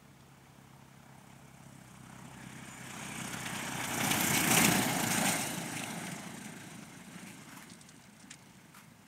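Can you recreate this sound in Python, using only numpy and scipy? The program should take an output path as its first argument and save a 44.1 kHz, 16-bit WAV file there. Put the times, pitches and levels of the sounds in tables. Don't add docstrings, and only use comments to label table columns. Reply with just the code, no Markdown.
import sys
import numpy as np
from scipy import signal
from scipy.fft import rfft, irfft, next_fast_len
from scipy.io import wavfile
from scipy.ndimage import uniform_filter1d, map_coordinates

SR = 44100
rng = np.random.default_rng(int(sys.argv[2]) if len(sys.argv) > 2 else 0)


def store_wav(level_fs):
    pcm = np.round(np.clip(np.atleast_2d(level_fs), -1, 1) * 32767)
    wavfile.write(sys.argv[1], SR, pcm.T.astype(np.int16))


N = 399987

# frequency in Hz, relative spectral level in dB.
AIR_SPECTRUM = [(30, -13), (150, 6), (450, -8), (900, -7), (2200, -16), (4500, -19), (8000, -21),
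                (11000, -24), (16000, -23)]
CLOTH_SPECTRUM = [(400, -29), (950, -2.5), (1500, -10.5), (2300, -3.5), (3800, -8.5), (8000, -4),
                  (11000, -5), (14000, -8), (16000, -17)]
WASH_SPECTRUM = [(25, -10), (45, -13), (75, -9), (105, 3), (150, 3), (400, -49)]
RATTLE_SPECTRUM = [(300, -38), (750, 2), (1200, -12.5), (2250, 5), (3200, 1.5), (4500, -7.5), (6200, 1),
                   (9000, -2.5), (10800, -9), (16000, -13)]
TYRE_SPECTRUM = [(900, -14), (3300, -16.5), (4000, -12), (5050, -10), (5600, -1.5), (7400, 0.5),
                 (8700, 3.5), (9600, 0.5), (10600, -8.5), (13000, -4.5), (16000, -30)]
STRAW_SPECTRUM = [(5000, -5), (9500, -18), (11000, 1), (12500, 1.5), (14500, 2), (16000, -13)]
CLATTER_SPECTRUM = [(150, -24.5), (380, -11), (500, -1), (720, 0.5), (900, 0.5), (1200, -1.5), (1580, 0),
                    (1900, -0.5), (2220, 1.5), (2600, -2.5), (3450, -5), (3950, -15.5), (7000, -8),
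                    (16000, -83)]
GAS_SPECTRUM = [(25, -43.5), (70, -34), (110, -7), (170, 1.5), (230, 0.5), (310, -1.5), (400, -8),
                (480, -13.5), (1200, -84)]
THUD_SPECTRUM = [(25, -45), (55, -20), (95, -5.5), (150, 1), (205, 3.5), (320, -6), (420, -18), (800, -12),
                 (1500, -25), (4000, -59)]
FIBRE_SPECTRUM = [(600, -2), (1700, 9), (4500, 6.5), (6000, 4.5), (9300, 7), (10800, -9), (16000, -15)]
WAKE_SPECTRUM = [(2500, -24), (3900, 9), (4900, -6), (7000, -30)]
RASP_SPECTRUM = [(400, -22.5), (620, -1), (860, 0), (1100, -7), (1350, -5.5), (1900, -15), (4000, -59)]
PIPE_SPECTRUM = [(300, -46.5), (560, -10.5), (720, -4.5), (880, -7), (1400, -54), (4000, -62)]
COWL_SPECTRUM = [(450, -21), (720, 1), (1000, 1), (1300, 2), (1650, -5), (1950, -18), (2800, -26),
                 (3400, -18), (3900, -34)]
# peak time in seconds, level in dB, length in seconds,
# resonance in Hz.
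CLOTH_BRUSHES = [(7.283, -52.5, 0.017, 2300), (7.522, -57, .03, 1400), (7.576, -50.5, 0.008, 1000),
                 (7.627, -54, .009, 1700), (8.748, -55, 0.005, 1400), (8.782, -54.5, .018, 1350)]
STALK_CRACKS = [(.208, -58.5, .0015, 3500), (7.701, -51.5, 0.005, 4800), (7.718, -50, 0.002, 8000),
                (7.737, -49.5, .0022, 8500), (7.814, -49, .003, 7800), (7.891, -48.5, .0032, 6500),
                (7.965, -54.5, 0.0013, 7130), (8.04, -54.5, 0.0017, 4500), (8.203, -55, 0.0057, 7380),
                (8.227, -54.5, 0.0017, 7000), (8.311, -47.5, .0036, 6800), (8.312, -44, 0.0062, 2200),
                (8.341, -45, .0015, 8350)]
# peak time in seconds, level in dB, length in seconds, then pitch, upward bend
# and random waver in Hz.
BRAKE_SQUEALS = [(2.725, -57, .05, 6980, 520, 25), (4.968, -44, .006, 8650, 0, 180),
                 (5.135, -42, .02, 8880, 0, 130), (5.285, -39.5, .026, 8790, 0, 120),
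                 (5.44, -49, .035, 9450, 0, 220), (5.78, -54, .11, 9380, 0, 150)]
# time in seconds, peak level in dB, length in seconds, treble gain in dB.
HARD_BUMPS = [(3.335, -37, .006, 4), (3.463, -27, 0.0071, -7), (3.559, -29.5, 0.011, -5),
              (3.843, -26.5, 0.0054, -1), (4.01, -23.5, 0.005, -12), (4.115, -16.5, 0.0046, -3),
              (4.36, -20.5, 0.026, -3), (4.521, -21, 0.014, 3), (4.572, -12.5, 0.0061, -5),
              (4.65, -16, 0.0098, -3), (5.04, -21.5, 0.0044, -13), (5.123, -28.5, 0.014, 6.5),
              (5.269, -22, 0.0051, -4), (5.287, -23, 0.015, -1.5), (5.414, -37, 0.0049, 14.5),
              (5.772, -27.5, 0.0089, -5), (5.795, -24.5, 0.0027, -7), (5.839, -27, 0.0025, -4.5),
              (6.07, -30, 0.004, -3), (6.119, -31, 0.0033, -3), (6.452, -43, 0.0082, 5)]
# frequency in Hz, bandwidth in Hz, relative level in dB.
METAL_MODES = [(906, 85, -11), (1616, 150, -9.5), (2190, 100, -10), (2920, 170, -14.5)]
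# multiple of the blade rate, relative level in dB.
BLADE_HARMONICS = [(2, -3), (4, 4.5), (7, -7), (10, -6.5), (13, -8)]
# time in seconds, firings per second at the source.
FIRING_RATE = [(0, 32.29), (1.2, 31.59), (1.76, 31.44), (1.88, 29.56), (2.08, 30.74), (2.7, 30.6),
               (3.7, 30.11), (4.2, 29.04), (5.2, 29.03), (8, 28.01)]
# time in seconds, gain in dB.
PASS_SURGES = [(0, -1), (1.9, -4.5), (2.4, 0.5), (2.76, 0.5), (2.96, 4), (3.46, 3), (3.88, -0.5),
               (4.08, 1.5), (4.44, -4), (4.58, 2), (4.76, -1.5), (4.92, -3), (5.28, 4), (5.58, -0.5),
               (6.06, 2), (6.2, 0), (7.04, 0), (7.22, 3.5), (8.12, -2), (8.35, 0), (9.07, 0)]
# time in seconds, rasp gain in dB, hiss gain in dB.
RASP_AND_HISS = [(0, -4, -1), (0.9, 3, 0.5), (1.4, 2, 3.5), (1.9, 1.5, 4.5), (2.3, 3, -0.5),
                 (2.55, -6.5, -0.5), (3.02, -4, -1), (3.25, -21, -0.5), (3.7, 1, -3.5), (4.3, 8.5, 1.9),
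                 (4.9, 0, -2.5), (5.3, -4, 2)]
# time in seconds, then the gains
# of thuds, gas rumble and propeller in dB.
LOW_BALANCE = [(0, -8, -11, -4), (0.95, -1.5, -10, -4.5), (1.47, -2.5, -8.5, -4), (1.68, 3.5, -7, -3),
               (1.85, -1, -4, -3), (2.1, -1.5, -3.5, -4), (2.35, -4, 0.5, -6), (2.75, -9, -5.5, -11),
               (3.0, -9, -2.5, -12.5), (3.55, -8, -5.5, -13), (4.3, -9, 1.5, -14.5), (4.78, -11, 1.5, -18),
               (5.03, -13, -3, -19), (5.38, -12.5, -3, -22), (6.4, -11.5, -1.5, -22), (7.7, -13, -4.5, -22),
               (9.07, -13, -4.5, -22)]

# gain abreast in dB, loss per doubling of distance in dB, gain tail-on in dB.
EXHAUST_CARRY, GROWL_CARRY, CLATTER_CARRY = (-32.5, 8.1, 2.5), (-41.5, 14.8, 3.5), (-32, 11.12, 0.87)
TYRE_CARRY, RASP_CARRY = (-33.5, 12.88, 0.46), (-53, 6.8, -8.5)
CLOSEST_S, CLOSEST_M, SPEED_M_PER_S, SOUND_M_PER_S = 4.55, 9, 18, 343
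TIME = np.arange(N) / SR


def amp(db):
    return 10 ** (np.asarray(db) / 20)


def unit(x):
    return x / np.sqrt(np.mean(x ** 2) + 1e-20)


def curves(rows):
    times, *columns = np.transpose(rows)
    return [np.interp(TIME, times, column) for column in columns]


def noise():
    return rng.standard_normal(N)


def wobble(rate):
    return map_coordinates(rng.standard_normal(int(N * rate / SR) + 4), [TIME * rate])


def coloured(x, spectrum):
    size = 2 * next_fast_len(N // 2 + 8192)
    hz, db = np.transpose(spectrum)
    gain = amp(np.interp(np.log(np.fft.rfftfreq(size, 1 / SR) + 1), np.log(hz), db))
    cepstrum = irfft(np.log(gain))
    cepstrum[1:size // 2] *= 2
    cepstrum[size // 2 + 1:] = 0
    return unit(irfft(rfft(x, size) * np.exp(rfft(cepstrum)))[:N])


def resonate(x, hz, q):
    return unit(signal.lfilter(*signal.iirpeak(hz, q, SR), x))


def grains(rate, spread_db):
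    sizes = amp(spread_db * np.minimum(rng.exponential(size=N), 4))
    return unit((rng.random(N) < rate / SR) * sizes * noise())


def ticks(rate, low_hz, high_hz, ring_s, spread_db):
    when, pitch, strength = np.hsplit(rng.random((int(rate * N / SR), 3)), 3)
    t = np.arange(SR // 100) / SR
    hz = low_hz + (high_hz - low_hz) * pitch
    rings = amp(spread_db * strength ** 3) * np.sin(2 * np.pi * hz * t) * np.exp(-t / ring_s)
    at = (when * N).astype(int) + np.arange(len(t))
    return unit(np.bincount(at.ravel(), rings.ravel(), N)[:N])


def swell(peak_s, db, length_s):
    age = (TIME - peak_s) / length_s
    return amp(db) * np.exp(-np.minimum(np.where(age < 0, age * age, age / 2), 20))


def scattered(start_s, end_s, length_s, spread_db, count):
    return sum(swell(start_s + (end_s - start_s) * (k + when) / count, -spread_db * weak, length_s)
               for k, (when, weak) in enumerate(rng.random((count, 2))))


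def firing_gate(cycles, depth):
    return unit(np.exp(depth * np.cos(2 * np.pi * cycles)))


def bearing():
    along = SPEED_M_PER_S * (TIME - CLOSEST_S)
    distance = np.hypot(along, CLOSEST_M)
    return distance, along / distance


def carried(closest_db, doubling_db, behind_db):
    distance, tail_on = bearing()
    loss_db = doubling_db * np.log2(distance / CLOSEST_M)
    return amp(closest_db - loss_db + behind_db * tail_on + curves(PASS_SURGES)[0])


def doppler(x, shift, passing_s):
    path = np.hypot(TIME - CLOSEST_S, passing_s)
    return map_coordinates(x, [(TIME - shift * (path - path[0])) * SR], mode="wrap")


def ground_effect(x, dip_hz=505, dip_q=3.8, dip_db=-4.5, patchy_db=1.3):
    band = signal.lfilter(*signal.iirpeak(dip_hz, dip_q, SR), x)
    hz, _, spectra = signal.stft(x - (1 - amp(dip_db)) * band, SR, nperseg=512)
    patches = uniform_filter1d(rng.standard_normal(spectra.shape), size=4, axis=0)
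    patches = unit(uniform_filter1d(patches, size=20, axis=1))
    reach = np.minimum(hz / dip_hz / 2, 1)[:, None]
    return signal.istft(spectra * amp(patchy_db * reach * patches))[1][:N]


def field_air():
    return amp(-61.5) * coloured(noise(), AIR_SPECTRUM)


def clothing():
    cloth = coloured(noise() + .5 * grains(rate=5800, spread_db=9), CLOTH_SPECTRUM)
    return sum(swell(s, db, length) * (amp(-3) * cloth + resonate(cloth, hz, q=4))
               for s, db, length, hz in CLOTH_BRUSHES)


def dry_stalks(q=1.5):
    snaps = noise() + .5 * ticks(rate=1400, low_hz=3050, high_hz=9830, ring_s=.0024, spread_db=3)
    fibres = coloured(snaps, FIBRE_SPECTRUM)
    cracks = sum(swell(s, db, length) * resonate(fibres, hz, q) for s, db, length, hz in STALK_CRACKS)
    crackling = amp(-56) * scattered(start_s=7.4, end_s=8.6, length_s=.0012, spread_db=6, count=38)
    return cracks + crackling * resonate(fibres, 6000, q)


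def propeller_wash(peak_s=4.35, length_s=.55):
    gust = amp(-45.5) / (1 + ((TIME - peak_s) / length_s) ** 2) ** 1.5
    return gust * coloured(noise(), WASH_SPECTRUM)


def brakes():
    song = np.zeros(N)
    for s, db, length, hz, bend_hz, waver_hz in BRAKE_SQUEALS:
        bend = np.minimum(((TIME - s) / length / 2) ** 2, 2)
        pitch = hz + bend_hz * bend + waver_hz * wobble(600)
        song += swell(s, db, length) * unit(np.sin(2 * np.pi * np.cumsum(pitch) / SR))
    return song


def airframe(crest_db=8.5, split_hz=4200):
    low_power = sum(swell(s, db - crest_db, length) ** 2 for s, db, length, _ in HARD_BUMPS)
    high_power = sum(swell(s, db + treble_db - crest_db, length) ** 2
                     for s, db, length, treble_db in HARD_BUMPS)
    rough_ground = scattered(start_s=3.8, end_s=4.2, length_s=.005, spread_db=5, count=22)
    rough_power = (amp(-5) * carried(*TYRE_CARRY) * rough_ground) ** 2
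    contacts = ticks(rate=1800, low_hz=600, high_hz=10000, ring_s=.002, spread_db=11)
    rattle = coloured(noise() + .5 * contacts, RATTLE_SPECTRUM)
    dull = signal.sosfiltfilt(signal.butter(2, split_hz, fs=SR, output="sos"), rattle)
    return np.sqrt(low_power + rough_power) * dull + np.sqrt(high_power + rough_power) * (rattle - dull)


def tyres(cycles, flutter_db=1):
    flutter = amp(flutter_db * wobble(60)) * firing_gate(cycles, depth=.32)
    stalks = ticks(rate=2000, low_hz=2050, high_hz=10760, ring_s=.0014, spread_db=17)
    crush = coloured(noise() + .55 * stalks, TYRE_SPECTRUM)
    straw = coloured(noise() + .55 * grains(rate=300, spread_db=3.5), STRAW_SPECTRUM)
    near = 1 / (1 + ((TIME - 4.5) / .88) ** 2)
    behind = .5 + .5 * np.tanh((TIME - CLOSEST_S) / .15)
    wake = behind * coloured(noise(), WAKE_SPECTRUM)
    return flutter * (crush + amp(-4) * near * straw + amp(-10) * wake)


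def blade_rasp(cycles):
    return coloured(noise() * firing_gate(cycles, depth=.7), RASP_SPECTRUM)


def tailpipe_growl(cycles, ring_hz=755, width_hz=110):
    q = ring_hz / width_hz
    ring = resonate(resonate(noise(), ring_hz, q), ring_hz, q)
    return firing_gate(cycles, depth=.19) * doppler(ring, shift=.07, passing_s=.5)


def engine_clatter(cycles, flutter_db=2, pipe_fade_db_per_s=10):
    def drive():
        return noise() * firing_gate(cycles, depth=.03) * amp(flutter_db * wobble(70))

    behind = .5 + .5 * np.tanh((TIME - CLOSEST_S) / .7)
    metal = sum(amp(db) * resonate(drive(), hz, hz / width) for hz, width, db in METAL_MODES)
    cowl = amp(-9) * (1 - behind) * coloured(drive(), COWL_SPECTRUM)
    absorbed_db = pipe_fade_db_per_s * np.maximum(TIME - 6.2, 0)
    pipe = amp(-4 - absorbed_db) * behind * coloured(drive(), PIPE_SPECTRUM)
    clatter = amp(-.5) * coloured(drive(), CLATTER_SPECTRUM)
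    return doppler(clatter + metal + cowl + pipe, shift=.03, passing_s=.5)


def propeller(cycles, dull_db_per_s=3, rough_db=4):
    top = BLADE_HARMONICS[-1][0]
    tones = np.zeros(N)
    for k, db in BLADE_HARMONICS:
        waver_db = rough_db * k / top * wobble(20)
        fade_db = dull_db_per_s * (k / top) ** 2 * TIME
        tones -= amp(db + waver_db - fade_db) * np.cos(2 * np.pi * k * cycles)
    return amp(curves(LOW_BALANCE)[2]) * tones


def exhaust(cycles, uneven_db=2, jitter_s=.00012, weak_share=.084, weak_db=-7, muffler_hz=180):
    thud_db, gas_db, _ = curves(LOW_BALANCE)
    firings = np.flatnonzero(np.diff(np.floor(cycles)))
    timing, strength = rng.standard_normal((len(firings), 2)).T
    firings = np.clip(firings + np.round(timing * jitter_s * SR).astype(int), 0, N - 1)
    weak = rng.random(len(firings)) < weak_share
    pulses = np.bincount(firings, -amp(uneven_db * strength + weak_db * weak), N)
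    valve_opening = np.hanning(round(.0024 * SR))
    thuds = coloured(np.convolve(pulses, valve_opening, "same"), THUD_SPECTRUM)
    flow = firing_gate(cycles, depth=.33)
    gas = flow * doppler(coloured(noise(), GAS_SPECTRUM), shift=.025, passing_s=.505)
    boom = amp(-1) * resonate(gas, muffler_hz, q=1.8)
    far = np.clip(np.abs(TIME - CLOSEST_S) / 5.2, 0, 1)
    return amp(thud_db) * thuds + amp(gas_db) * ((1 - far) * gas + far * boom)


def scene():
    _, tail_on = bearing()
    heard_hz = curves(FIRING_RATE)[0] / (1 + tail_on * SPEED_M_PER_S / SOUND_M_PER_S)
    cycles = .12 + np.cumsum(heard_hz) / SR
    rasp_db, hiss_db = curves(RASP_AND_HISS)
    drone = carried(*EXHAUST_CARRY) * (exhaust(cycles) + propeller(cycles))
    clatter = carried(*CLATTER_CARRY) * engine_clatter(cycles)
    growl = carried(*GROWL_CARRY) * tailpipe_growl(cycles)
    rasp = carried(*RASP_CARRY) * amp(rasp_db) * blade_rasp(cycles)
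    rolling = carried(*TYRE_CARRY) * amp(hiss_db) * tyres(cycles)
    air = field_air()
    plane = ground_effect(drone + clatter + growl + rasp + rolling + airframe())
    return (plane + propeller_wash() + brakes() + clothing() + dry_stalks() + air)[None]


def record(dry, low_hz=48, top_hz=15750):
    dry = signal.sosfilt(signal.butter(2, low_hz, "high", fs=SR, output="sos"), dry)
    size = next_fast_len(N + SR // 2)
    passband = np.fft.rfftfreq(size, 1 / SR) < top_hz
    return irfft(rfft(dry, size) * passband, size)[..., :N]


dry = scene()
out = record(dry)
store_wav(out)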